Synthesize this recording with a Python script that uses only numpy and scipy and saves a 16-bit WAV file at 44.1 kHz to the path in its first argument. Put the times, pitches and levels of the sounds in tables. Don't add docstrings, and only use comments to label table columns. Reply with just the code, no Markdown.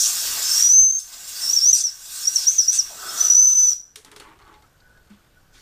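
import sys
import numpy as np
from scipy import signal
from scipy.fft import rfft, irfft, next_fast_len
from scipy.io import wavfile
from scipy.ndimage import uniform_filter1d

SR = 44100
rng = np.random.default_rng(int(sys.argv[2]) if len(sys.argv) > 2 else 0)


def gain_from_db(level_db):
    decades = np.asarray(level_db, float) / 20
    return 10 ** decades


def pcm_store(signal):
    levels = np.round(np.clip(np.atleast_2d(signal), -1, 1) * 32767)
    wavfile.write(sys.argv[1], SR, levels.astype(np.int16).T)


N = 247396

# [low f/Hz, high f/Hz]
JET_LAYERS = [(7000, 10500), (900, 2000), (2200, 4400), (13000, 15300), (300, 800)]
# [f/Hz, density/dB per Hz]
JET_COLOUR = [(88, -63), (150, -31), (500, -30.5), (862, -22.5), (932, -24.5), (1030, -23.5), (1570, -17.5),
              (2420, -18.5), (2660, -12.5), (4330, -8), (5680, -3.5), (8540, -6), (10600, -19.5),
              (14700, -19), (15600, -19)]
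# [t/s, hiss level/dB, depth/dB: near 0 down in a slot, low on a flat face]
NOZZLE_PATH = [(0, -26.5, -17), (.25, -27, -12), (.41, -27.5, -10.5), (.6, -24, -17.5), (.75, -38, -17),
               (.88, -47, -15.5), (1.03, -44, -18.5), (1.045, -48, -8.5), (1.24, -41, -10.5),
               (1.46, -31.5, -12.5), (1.66, -35, -14.5), (1.97, -47.5, -11.5), (2.17, -31.5, -18),
               (2.4, -36, -13.5), (2.64, -37.5, -18), (2.93, -44, -6), (3.22, -32.5, -8.5),
               (3.4, -41, -13.5)]
# [start t/s, length/s, extra hiss level/dB, share reaching the roar/0-1]
SHARP_EDGES = [
    (0, 0.12, 3.5, 0.4),
    (0.416, 0.036, 4, .1),
    (0.982, 0.033, 11, 0.3),
    (1.115, 0.043, 5.5, 0.9),
    (1.27, 0.038, 6, 0.1),
    (1.723, .11, 13.5, 0),
    (2.33, 0.13, 5, 0.8),
    (2.717, 0.067, 18, 0.48),
    (3.16, 0.21, 1, .1),
]
# [f/Hz, width/Hz, level/dB]
VISE_GAPS = [(1290, 100, -2), (1610, 73, 1), (2630, 72, 3), (2959, 63, 7), (2976, 70, -8.5), (3390, 110, 4),
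             (5040, 150, 3), (6650, 100, -2), (7450, 150, 4.5), (8530, 123.63, 0.5), (9340, 90, 0),
             (11700, 170, 2.5)]
# [start t/s, length/s, f/Hz, width/Hz, level/dB]
RASPS = [(0, 0.08, 5840, 930, -19.5), (0, 0.11, 7100, 500, -27), (0.16, 0.06, 5480, 250, -32),
         (0.414, 0.33, 6300, 300, -28), (1.362, .05, 5250, 300, -41), (1.576, 0.045, 4820, 200, -30.5),
         (1.735, 0.085, 4850, 400, -32), (1.755, 0.07, 5590, 500, -27), (2.382, 0.08, 5400, 1500, -29.5),
         (2.725, 0.065, 6020, 300, -26.5), (3.158, 0.6, 6780, 500, -41.5), (2.891, 0.08, 680, 520, -53),
         (5.515, 0.16, 5500, 4000, -59), (3.197, 0.17, 5270, 300, -41.5), (3.0, .74, 9000, 1500, -50),
         (3.14, .13, 14400, 900, -50), (.23, .48, 3000, 1500, -46), (2.375, .025, 5550, 300, -24),
         (.993, .02, 5600, 2200, -39), (1.128, .022, 4200, 2500, -44), (1.722, .04, 220, 160, -58),
         (3.715, .025, 5450, 400, -33), (3.69, .05, 5900, 500, -27), (.55, .17, 1900, 900, -52),
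         (.47, .2, 5600, 500, -28), (0, .1, 6500, 250, -28)]
# [start t/s, length/s, f/Hz, width/Hz, level/dB]
SPLASHES = [(2.39, 0.081, 4500, 1600, -40.5), (2.72, 0.067, 2700, 1800, -54),
            (2.893, 0.052, 700, 280, -49.5), (2.98, .06, 1230, 500, -56), (1.726, .035, 8200, 2200, -34),
            (1.727, .035, 11700, 500, -33), (1.35, .06, 4670, 530, -36.5), (1.4, 0.098, 5400, 920, -32),
            (.22, 0.114, 3040, 1300, -39.5), (3.3, 0.46, 230, 120, -64), (4.225, 0.123, 1050, 500, -55.5),
            (4.39, 0.069, 1160, 600, -59), (4.5, 0.05, 1120, 600, -56.5), (1.04, 0.4, 2140, 500, -60),
            (.07, .052, 6300, 2500, -29), (2.45, .13, 7700, 1300, -40), (4.417, .012, 3900, 1500, -60),
            (4.8, .012, 4200, 2500, -61)]
# [loose breathy tone level/dB, [t/s, pitch f/Hz]]
HOLE_PASSES = [ (-27, [(.44, 5317), (.52, 5320), (.57, 5620), (.62, 5620)]), (-46, [(.618, 5800),
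               (.69, 5847), (.74, 6167), (.82, 6250), (.875, 6178), (.922, 6320), (1.01, 6370)]),
               (-30, [(1.41, 5200), (1.44, 5380), (1.485, 5467), (1.5, 5600), (1.525, 5730), (1.537, 5980),
               (1.546, 5900), (1.562, 6220)]), (-27, [(1.558, 5670), (1.59, 5460), (1.607, 5274),
               (1.722, 6427)]), (-27, [(1.724, 5845), (1.76, 5860), (1.835, 6350)]), (-30, [(1.835, 6090),
               (1.885, 5400), (1.905, 5050)]), (-32.5, [(2.22, 5194), (2.28, 5690), (2.335, 5700),
               (2.349, 6400), (2.355, 6300), (2.366, 5570), (2.395, 5480)]), (-28.5, [(2.45, 5117),
               (2.495, 6230), (2.55, 6490), (2.578, 6220), (2.61, 5584), (2.65, 5085), (2.702, 5990),
               (2.778, 6365), (2.825, 4860)]), (-39.5, [(3.08, 5180), (3.12, 5310)]), (-27.5, [(3.17, 5800),
               (3.214, 6027), (3.3, 5894), (3.345, 5890), (3.364, 5950)]), (-40, [(3.362, 5940),
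               (3.41, 6094), (3.545, 6075), (3.65, 6024), (3.71, 5920), (3.74, 5700)])]
# [start t/s, length/s, level/dB, change until it lets go/dB]
HOLDS = [(0.552, 0.067, -20, 2), (0.629, 0.12, -12, 1.5), (0.731, 0.089, -9.5, 0.5),
         (0.817, 0.099, -11, -7.5), (0.92, 0.025, -22, 1.5), (0.944, 0.05, -20.5, -1),
         (1.427, 0.09, -26.5, 5.5), (1.562, 0.032, -10, -3), (1.611, 0.04, -20, 10.5),
         (1.651, 0.055, -11, 2.5), (1.705, 0.025, -15, -10), (1.728, 0.049, -5, -22.5),
         (1.837, 0.046, -14.5, -10), (3.242, 0.034, -9.5, -9.5), (3.298, 0.042, -5.5, -9.5),
         (3.363, 0.075, -11, 1), (3.421, .04, -6, -0.5), (3.455, .09, -8, -5.5), (3.541, 0.16, -14, 0.5),
         (3.699, 0.037, -19, 2)]
# [middle t/s, peak level/dB, half length/s]
FLICKS = [(0.518, -13.5, 0.0081), (0.579, -11, 0.0015), (.571, -14.5, .002), (.59, -16, .002),
          (0.613, -15, 0.0036), (0.626, -7.5, 0.0035), (0.537, -15.5, 0.0034), (1.501, -16, 0.0086),
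          (1.537, -12.5, 0.0094), (2.256, -20.5, 0.0058), (2.279, -10.5, 0.011), (2.287, -16, 0.004),
          (2.354, -25.5, 0.0095), (2.361, -10, 0.0032), (2.367, -10, .003), (1.553, -17.5, 0.0071),
          (2.481, -6.5, 0.0176), (2.594, -8, 0.016), (2.69, -8.5, 0.014), (2.795, -9.5, 0.0098),
          (3.095, -25.5, 0.012), (3.213, -9, 0.0088), (3.284, -11.5, 0.004), (3.593, -10, 0.024),
          (3.352, -6.5, 0.0087)]
# [middle t/s, gain change/dB, half length/s]
FLICKERS = [(0.633, -8, 0.0012), (0.639, -9, 0.0021), (0.644, -5, 0.0013), (0.663, -2.5, 0.0038),
            (0.686, -10, 0.0024), (0.721, -6, 0.001), (0.728, -8.5, 0.0021), (0.7421, -4, 0.0009),
            (1.57, -8, 0.002), (1.581, -19, 0.001), (1.5854, -12, 0.00055), (1.63, -4, 0.0014),
            (1.644, -6, 0.0011), (1.655, -6.5, .0015), (1.6682, -6.5, 0.0023), (1.682, -8.5, 0.0023),
            (1.702, -3.5, 0.0019), (1.742, -12.5, 0.0007), (1.748, -8, 0.0008), (1.756, -12, 0.0014),
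            (1.852, 1, 0.0009), (1.8614, 7, 0.00079), (1.868, -5, 0.00067), (1.875, -5, 0.0012),
            (2.2843, -7.5, 0.0009), (2.287, -6, .0009), (2.479, -18, 0.0009), (2.4887, -9.0, 0.00092),
            (2.493, -7, 0.0011), (2.598, -25, 0.0009), (2.604, -4, 0.0015), (2.6916, -15, 0.0009),
            (2.696, 3, 0.0006), (2.801, -10, 0.00064), (3.246, -8, .002), (3.2545, -21, 0.0009),
            (3.26, -17.0, 0.0015), (3.303, -5.5, .001), (3.307, -3.5, .001), (3.332, -7, .001),
            (3.348, -8, .001), (3.3167, -12.5, 0.001), (3.452, -12, 0.0012), (3.4673, -7, 0.0017),
            (3.545, -9.5, 0.006), (3.567, -5.5, 0.005), (3.665, -8, 0.0017), (3.712, -12, 0.0009),
            (3.721, -9, 0.0013), (3.7285, -14, 0.0012)]
# [start t/s, length/s]
HAND_STILL = [
    (.72, .22),
    (3.36, .29),
]
# [t/s, level/dB]
HOLLOW_LEVEL = [
    (2.85, -72),
    (2.95, -54),
    (3.03, -37.5),
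    (3.26, -38.5),
    (3.332, -50),
    (3.722, -55.5),
    (3.75, -62),
]
# [f/Hz, width/Hz, level/dB]
HOLLOW_MODES = [(418, 38.6, -2), (668, 65, 0.5), (1300, 50, 9), (1476, 17, 3.5), (2786, 80, -18),
                (3350, 66, -3.5)]
# [middle t/s, level/dB, half length/s]
GUSTS = [(0, -55.5, 0.12), (0.3, -53.5, 0.078), (.62, -55.5, 0.061), (0.807, -44.5, 0.069),
         (1.7, -49.5, 0.017), (1.739, -45, 0.018), (2.857, -67.5, 0.57), (3.587, -60, 0.15),
         (4.221, -66, 0.063), (4.463, -62, 0.055), (4.94, -63.5, .12), (5.519, -61.5, .12)]
# [f/Hz, density/dB per Hz]
SHOP_COLOUR = [(24, -9.5), (40, -3), (120, -3), (170, -12), (510, -13.5), (1190, -17.5), (1490, -12),
               (1960, -22.5), (4300, -24), (8000, -26.5), (11000, -32.5), (14500, -30.5), (15600, -47)]
# [t/s, repetition f/Hz, pitch f/Hz, level/dB]
CAMERA_TICK = (4.6304, 59.94, 12800, -63)
# [t/s, peak level/dB, ring against it/dB, centre of ring f/Hz]
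SNAPS = [(3.9582, -23, -8.5, 4170), (4.048, -30.5, -10.5, 1300), (4.1156, -32, -15, 426),
         (4.1628, -29, -13, 410), (4.1995, -29.5, 0.5, 4300), (4.2144, -49, 4.5, 427),
         (4.3899, -46.5, 1, 4400), (4.4183, -50, 4, 3760), (4.4512, -51.5, 12, 1490), (4.528, -52, 2, 1200),
         (4.242, -49, -2, 1100), (4.269, -51, 0, 1003), (4.291, -49, 1, 1160), (4.318, -60, -3, 998),
         (4.4777, -48, 10, 1482), (4.5404, -47.5, 11, 2420), (4.6235, -48, 6, 2000),
         (4.975, -53.5, 5, 3000), (4.8037, -58.5, -16, 1530), (5.0726, -54, 6, 4400),
         (5.1017, -48, -3, 1490)]
# [f/Hz, density/dB per Hz]
SNAP_COLOUR = [(290, -43), (1000, -12), (1820, -3.5), (2160, -3), (2540, -7), (3190, -0.5), (4980, -4),
               (8980, -3), (15500, -21.5)]
# [f/Hz, level/dB, t60/s]
HOSE_MODES = [(311, 5, 0.2), (419.5, 7.5, 0.3), (870, 2, 0.27), (925, -10.5, 0.26), (1120, -2.5, 0.26),
              (1300, -3, 0.085), (2117, -2, 0.078), (3760, -3, 0.056), (4400, 1.5, 0.051)]
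# [t/s, peak level/dB, f/Hz, length/s]
CREAKS = [(3.968, -51, 431, 0.041), (4.12, -51, 420, 0.04), (4.165, -49.5, 420, 0.035),
          (4.22, -54, 320, 0.132), (4.236, -53, 1130, 0.075), (4.232, -53, 917, 0.13),
          (4.393, -57, 407, 0.053), (4.452, -57, 1490, 0.04), (4.47, -53.5, 324, 0.075),
          (4.5, -52.5, 850, .12), (4.627, -54, 1300, .03), (4.39, -56, 1250, .035),
          (4.335, -55, 1100, .035), (4.12, -55, 1250, .03), (4.052, -55, 1300, .04)]
# [t/s, peak level/dB, f/Hz, length/s]
CHIRPS = [(4.815, -52, 1490, .02), (4.84, -51, 1490, .045), (4.85, -59, 1640, .04), (4.89, -51, 1490, .045),
          (4.935, -55, 1490, .1), (4.945, -56, 1640, .04), (5.097, -54, 1500, .025),
          (5.355, -53, 1480, .035), (5.525, -56, 1500, .025), (5.555, -57, 1500, .05),
          (5.56, -59, 1650, .04)]
# [t/s, level/dB, f/Hz, t60/s]
THUMP = (5.103, -34, 205, .18)
# [start t/s, length/s, level/dB, brightness/dB]
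RUBS = [(3.973, 0.025, -56, 8), (4.047, 0.094, -51, -10), (4.112, 0.05, -48, -6), (4.156, 0.038, -42.5, -1),
        (4.193, 0.054, -42.5, -6), (4.235, 0.16, -46.5, -12.5), (4.386, 0.075, -48.5, -15),
        (4.454, 0.1, -52, -9), (4.51, 0.042, -55, -14), (4.533, 0.086, -54.5, -5), (4.628, 0.09, -58, -23),
        (4.801, .25, -76, -8.5), (5.092, 0.2, -61, 0), (5.532, 0.53, -62, 9.5)]
# [f/Hz, density/dB per Hz]
RUSTLE_COLOUR = [(88, -44), (150, -20), (257, -8.5), (300, -0.5), (450, -9.5), (601, -14.5), (1130, -4.5),
                 (1670, -14), (2310, -14), (8100, -31), (15000, -47)]
# [f/Hz, t60/s]
ROOM_DECAY = [(300, 0.29), (2000, 0.42), (6000, 0.37), (12000, 0.419)]


def evened(x):
    return x / np.sqrt(np.mean(x ** 2) + 1e-20)


def read(points, hz):
    f, value = np.transpose(points)
    return np.interp(np.log(hz + 1), np.log(f + 1), value)


def add(mix, s, sound):
    part = mix[round(s * SR):][:len(sound)]
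    part += sound[:len(part)]


def plateau(t, start, length, edge):
    nearest_end = np.minimum(t - start, start + length - t)
    return np.sin(np.pi / 2 * np.clip(nearest_end / edge, 0, 1)) ** 2


def resonate(x, hz, width_hz):
    turn = np.exp(2j * np.pi * np.cumsum(hz * np.ones(len(x))) / SR)
    r = np.exp(-np.pi * width_hz / SR)
    return 2 * (turn * signal.lfilter([1 - r], [1, -r], x / turn + 1e-18)).real


def above(x, hz):
    return signal.sosfilt(signal.butter(4, hz, "high", fs=SR, output="sos"), x)


def drift(count, hz):
    settle = 4000
    noise = rng.standard_normal(count + settle)
    return evened(signal.lfilter(*signal.butter(2, hz, fs=SR), noise)[settle:])


def turbulence(colour, bands, rows, patchy_db, flicker_db):
    hz = np.fft.rfftfreq(512, 1 / SR)
    t = np.arange(N // 128 + 5) * 128 / SR
    s, first_db, *relative_db = np.transpose(rows)
    level_db = [first_db] + [first_db + rel for rel in relative_db]
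    shape_db = read(colour, hz)
    knots = []
    for (lo, hi), db in zip(bands, level_db):
        inside = (hz > lo) & (hz < hi)
        inside_db = 10 * np.log10(np.sum(gain_from_db(2 * shape_db[inside])))
        knots.append((np.sqrt(lo * hi), np.interp(t, s, db, -120, db[-1]) - inside_db))
    knots.sort(key=lambda k: k[0])
    field_db = shape_db
    for k, (_, db) in enumerate(knots):
        share = read([(f, j == k) for j, (f, _) in enumerate(knots)], hz)
        field_db = field_db + np.outer(db, share)
    a, b, patches, flicker = rng.standard_normal((len(t), len(hz), 4)).transpose(2, 0, 1)
    patches = evened(uniform_filter1d(uniform_filter1d(patches, size=6, axis=1), size=20, axis=0))
    flicker = evened(uniform_filter1d(uniform_filter1d(flicker, size=90, axis=1), size=3, axis=0))
    z = (a + 1j * b) * gain_from_db(field_db + patchy_db * patches + flicker_db * flicker)
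    return signal.istft(z.T, nperseg=512, noverlap=384)[1][:N]


def room(x):
    taps = np.zeros(SR // 2)
    at = np.arange(160, len(taps) - 12, 12)
    taps[at + rng.integers(0, 12, len(at))] = rng.choice([-1., 1.], len(at))
    hz, t, z = signal.stft(taps, SR, nperseg=256)
    decay = gain_from_db(-60 * t / read(ROOM_DECAY, hz)[:, None])
    tail = signal.istft(z * decay, SR, nperseg=256)[1]
    return signal.fftconvolve(x, tail / np.linalg.norm(tail))[:N]


def aim():
    t = np.arange(0, 4.2, .004)
    s, hiss_db, depth_db = np.transpose(NOZZLE_PATH)
    hiss_db = np.interp(t, s, hiss_db)
    depth_db = np.interp(t, s, depth_db)
    rise_s = 0.013
    edge_db, roar_db = np.zeros(len(t)), np.zeros(len(t))
    for at, length, db, reach in SHARP_EDGES:
        edge_db += db * plateau(t, at - rise_s * (at == 0), length, rise_s)
        roar_db += db * reach * plateau(t, at, length, rise_s)
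    after = np.maximum(t - 3.722, 0)
    shut_db = np.minimum(430. * after, 11 + 131.5 * after)
    body_db = -1 + 0.55 * depth_db + 0.34 * roar_db - (1 - 0.34) * edge_db
    fizz_db = -2.5 + 0.29 * depth_db - 0.24 * shut_db - (1 - 0.22) * edge_db
    rumble_db = -5 + 1.55 * depth_db - edge_db
    return np.transpose([t, hiss_db + edge_db - shut_db, depth_db + roar_db - edge_db,
                         body_db, fizz_db, rumble_db])


def jet():
    hiss = turbulence(JET_COLOUR, JET_LAYERS, aim(), 2.2, 0.462)
    size = next_fast_len(N)
    hz = np.fft.rfftfreq(size, 1 / SR)
    gaps_db = sum(db * np.exp(-((hz - f) / w) ** 2) for f, w, db in VISE_GAPS)
    hiss = irfft(rfft(hiss, size) * gain_from_db(gaps_db), size)[:N]
    near = rng.standard_normal(9001)[1:] * gain_from_db(-60 * np.arange(9000) / SR / .2)
    reflected = signal.oaconvolve(hiss, near / np.linalg.norm(near))[:N]
    return gain_from_db(-2.5) * (hiss + gain_from_db(-3) * reflected)


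def rasps(rows):
    out = np.zeros(N)
    for s, length, hz, width_hz, db in rows:
        air = rng.standard_normal(round(length * SR))
        rung = above(resonate(resonate(air, hz, width_hz), hz, width_hz), hz / 2)
        t = np.arange(len(air)) / SR
        already = s == 0
        swell = plateau(t, -1. * already, length + already, .2 * length)
        add(out, s, gain_from_db(db) * evened(rung) * swell)
    return out


def puffs():
    t = np.arange(N) / SR
    level = gain_from_db(-65) + sum(gain_from_db(db) * np.exp(-((t - s) / half) ** 2) for s, db, half in GUSTS)
    lumps = signal.butter(1, [12., 45.], "band", fs=SR, output="sos")
    rumble = signal.sosfilt(lumps, rng.standard_normal(N))
    rumble = signal.lfilter(*signal.butter(3, 220., fs=SR), rumble)
    rumble = signal.lfilter(*signal.butter(1, 150., fs=SR), rumble)
    return level * evened(rumble)


def shop():
    floor = turbulence(SHOP_COLOUR, [(100, 15000)], [(0, -63), (6, -63)], 1.2, .4)
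    s, rate, hz, db = CAMERA_TICK
    t = np.arange(N) / SR
    since = ((t - s) * rate + .5) % 1 / rate - .5 / rate
    tick = gain_from_db(db) * np.exp(-(since / .0011) ** 2) * np.cos(2 * np.pi * hz * since)
    return gain_from_db(3.0) * floor + tick


def ducking(loud):
    power_db = 10 * np.log10(abs(uniform_filter1d(loud ** 2, size=2000)) + 1e-12)
    fall = np.arange(N) * 21.0 / SR
    held_db = np.maximum.accumulate(power_db + fall) - fall
    over_db = np.maximum(held_db + 23.0, 0)
    return gain_from_db(-.9 * uniform_filter1d(over_db, size=1000))


def locking(t, loose_db):
    levels = [gain_from_db(loose_db) * plateau(t, t[0], t[-1] - t[0], 0.012) + 1e-5]
    for s, length, db, change_db in HOLDS:
        progress = np.clip((t - s) / length, 0, 1)
        levels.append(gain_from_db(db + change_db * progress) * plateau(t, s, length, .004))
    for s, db, half in FLICKS:
        reach = np.where(t < s, .7 * half, half)
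        levels.append(gain_from_db(db - 9 * ((t - s) / reach) ** 2))
    level = np.max(levels, axis=0)
    return level, 0.63 * np.minimum(gain_from_db(loose_db) / level, 1) ** 1.17


def whistle(loose_db, rows):
    s, pitch = np.transpose(rows)
    t = np.arange(s[0], s[-1], 1 / SR)
    hz = np.interp(t, s, pitch)
    level, breath = locking(t, loose_db)
    breath = np.clip(breath, 0, 1)
    turns = np.cumsum(hz + (6. + 130. * breath) * drift(len(t), 90.)) / SR
    octave_db = -32.5 - 19 * np.clip(abs(hz - 5980) / 1000, .1, .8)
    octave = gain_from_db(octave_db + 2.5 * drift(len(t), 120.)) * np.sin(4 * np.pi * turns)
    tone = np.sqrt(2) * (np.sin(2 * np.pi * turns) + octave)
    tone *= gain_from_db((.5 + 4. * breath) * drift(len(t), 110.))
    fuzz = evened(resonate(resonate(rng.standard_normal(len(t)), hz, 380.), hz, 450.))
    skirt = gain_from_db(-27) * evened(resonate(rng.standard_normal(len(t)), hz, 400.))
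    voice = np.sqrt(1 - breath) * tone + np.sqrt(breath) * fuzz + above(skirt, 5000.0)
    return s[0], level * voice * signal.windows.tukey(len(t), 0.0028 / (s[-1] - s[0]))


def flickering():
    t = np.arange(1800) / SR
    out_db = np.zeros(N)
    for s, db, half in FLICKERS:
        add(out_db, s - .02, db * np.exp(-((t - .02) / (1.2 * half)) ** 2))
    return gain_from_db(out_db)


def stirred_room(x):
    t = np.arange(N) / SR
    moving = 1 - .93 * sum(plateau(t, s, length, .02) for s, length in HAND_STILL)
    turn = 2 * np.pi * np.cumsum(moving * (24. + 8.11 * drift(N, 6.))) / SR
    return room(x * np.cos(turn)) + room(x * np.sin(turn))


def hollow():
    s, db = np.transpose(HOLLOW_LEVEL)
    air = rng.standard_normal(N)
    rung = np.zeros(N)
    for f, w, mode_db in HOLLOW_MODES:
        rung += gain_from_db(mode_db) * evened(resonate(resonate(air, f, 4.0 * w), f, 4.0 * w))
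    return gain_from_db(np.interp(np.arange(N) / SR, s, db, -120, -120) - 1.0) * evened(rung)


def snaps():
    out, t = np.zeros(N), np.arange(8192) / SR
    hz = np.fft.rfftfreq(8192, 1 / SR)
    colour = gain_from_db(read(SNAP_COLOUR, hz))
    mode_hz = np.transpose(HOSE_MODES)[0]
    for s, db, ring_db, centre_hz in SNAPS:
        dull = gain_from_db(.2 * (db + 25.) * np.log2(1 + hz / 4000.))
        crack = evened(irfft(rfft(rng.standard_normal(8192)) * colour * dull))
        crack *= np.exp(-t / 0.0026) + gain_from_db(-9.0 - 60 * t / 0.25)
        crack /= 3 * np.sqrt(np.mean(crack[:130] ** 2))
        sharp_edge = gain_from_db(-2.0) * np.exp(-t / 0.00023) * np.sin(2 * np.pi * 5630.0 * t)
        luck_db = 2.9 * rng.standard_normal(len(HOSE_MODES))
        luck = gain_from_db(luck_db - 7.9 * abs(np.log2(mode_hz / centre_hz)))
        ring = np.zeros(len(t))
        for gain, (f, mode_db, t60) in zip(luck, HOSE_MODES):
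            ring += gain * gain_from_db(mode_db - 60 * t / t60) * np.sin(2 * np.pi * f * t)
        add(out, s, gain_from_db(db - 2.5) * (crack + sharp_edge) + gain_from_db(db + ring_db - 13.5) * ring)
    return out


def squeaks():
    out = np.zeros(N)
    for s, db, hz, length in CHIRPS + CREAKS:
        t = np.arange(0, length, 1 / SR)
        uneven = gain_from_db(2.8 * drift(len(t), 94.0))
        swell = np.sqrt(np.sin(np.pi * t / length))
        add(out, s, gain_from_db(db - 3.0) * uneven * swell * np.sin(2 * np.pi * hz * t))
    s, db, hz, t60 = THUMP
    t = np.arange(0, .4, 1 / SR)
    rise = 1 - np.exp(-t / .01)
    add(out, s, gain_from_db(db - 60 * t / t60) * rise * np.sin(2 * np.pi * hz * t))
    return out


def rubbing():
    t = np.arange(3.9, 5.7, .004)
    strokes = []
    for s, length, db, _ in RUBS:
        fading = gain_from_db(db - 13 * (t - s) / length)
        strokes.append(fading * plateau(t, s, length, min(0.018, length / 4)) + 1e-6)
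    total = np.sum(strokes, axis=0)
    brightness_db = np.transpose(RUBS)[3] @ np.array(strokes) / total
    return np.transpose([t, 20 * np.log10(total), brightness_db])


def rustle():
    return gain_from_db(-2.0) * turbulence(RUSTLE_COLOUR, [(500, 2500), (2500, 6000)], rubbing(), 3.12, 1.8)


def crackle():
    s, db, _ = np.transpose(rubbing())
    size = gain_from_db(5. * np.minimum(rng.exponential(1, N), 3))
    clicks = size * (rng.random(N) < 1300. / SR)
    grit = evened(resonate(resonate(clicks, 1600., 1800.), 1600., 1800.))
    return gain_from_db(np.interp(np.arange(N) / SR, s, db, -120, -60) - 7.5) * grit


def scene():
    tones = rasps(RASPS)
    for loose_db, rows in HOLE_PASSES:
        add(tones, *whistle(loose_db, rows))
    cloth = rustle()
    hands = snaps() + squeaks() + crackle()
    gun = flickering() * (tones + gain_from_db(-11.5) * stirred_room(tones)) + jet() + hollow()
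    hands = hands + gain_from_db(-18.0) * room(hands)
    mono = gun + hands + cloth + puffs() + ducking(gun) * shop() + rasps(SPLASHES)
    return np.array([mono, mono])


def top_cut(x):
    return signal.sosfilt(signal.butter(12, 16590, fs=SR, output="sos"), x)


def record(dry):
    soft = .85 * np.tanh(dry / .85)
    low_pass = signal.firwin(1501, 15340, window=("kaiser", 9), fs=SR)
    finished = signal.oaconvolve(soft, low_pass[None], "same")
    return top_cut(finished)


dry = scene()
out = record(dry)
pcm_store(out)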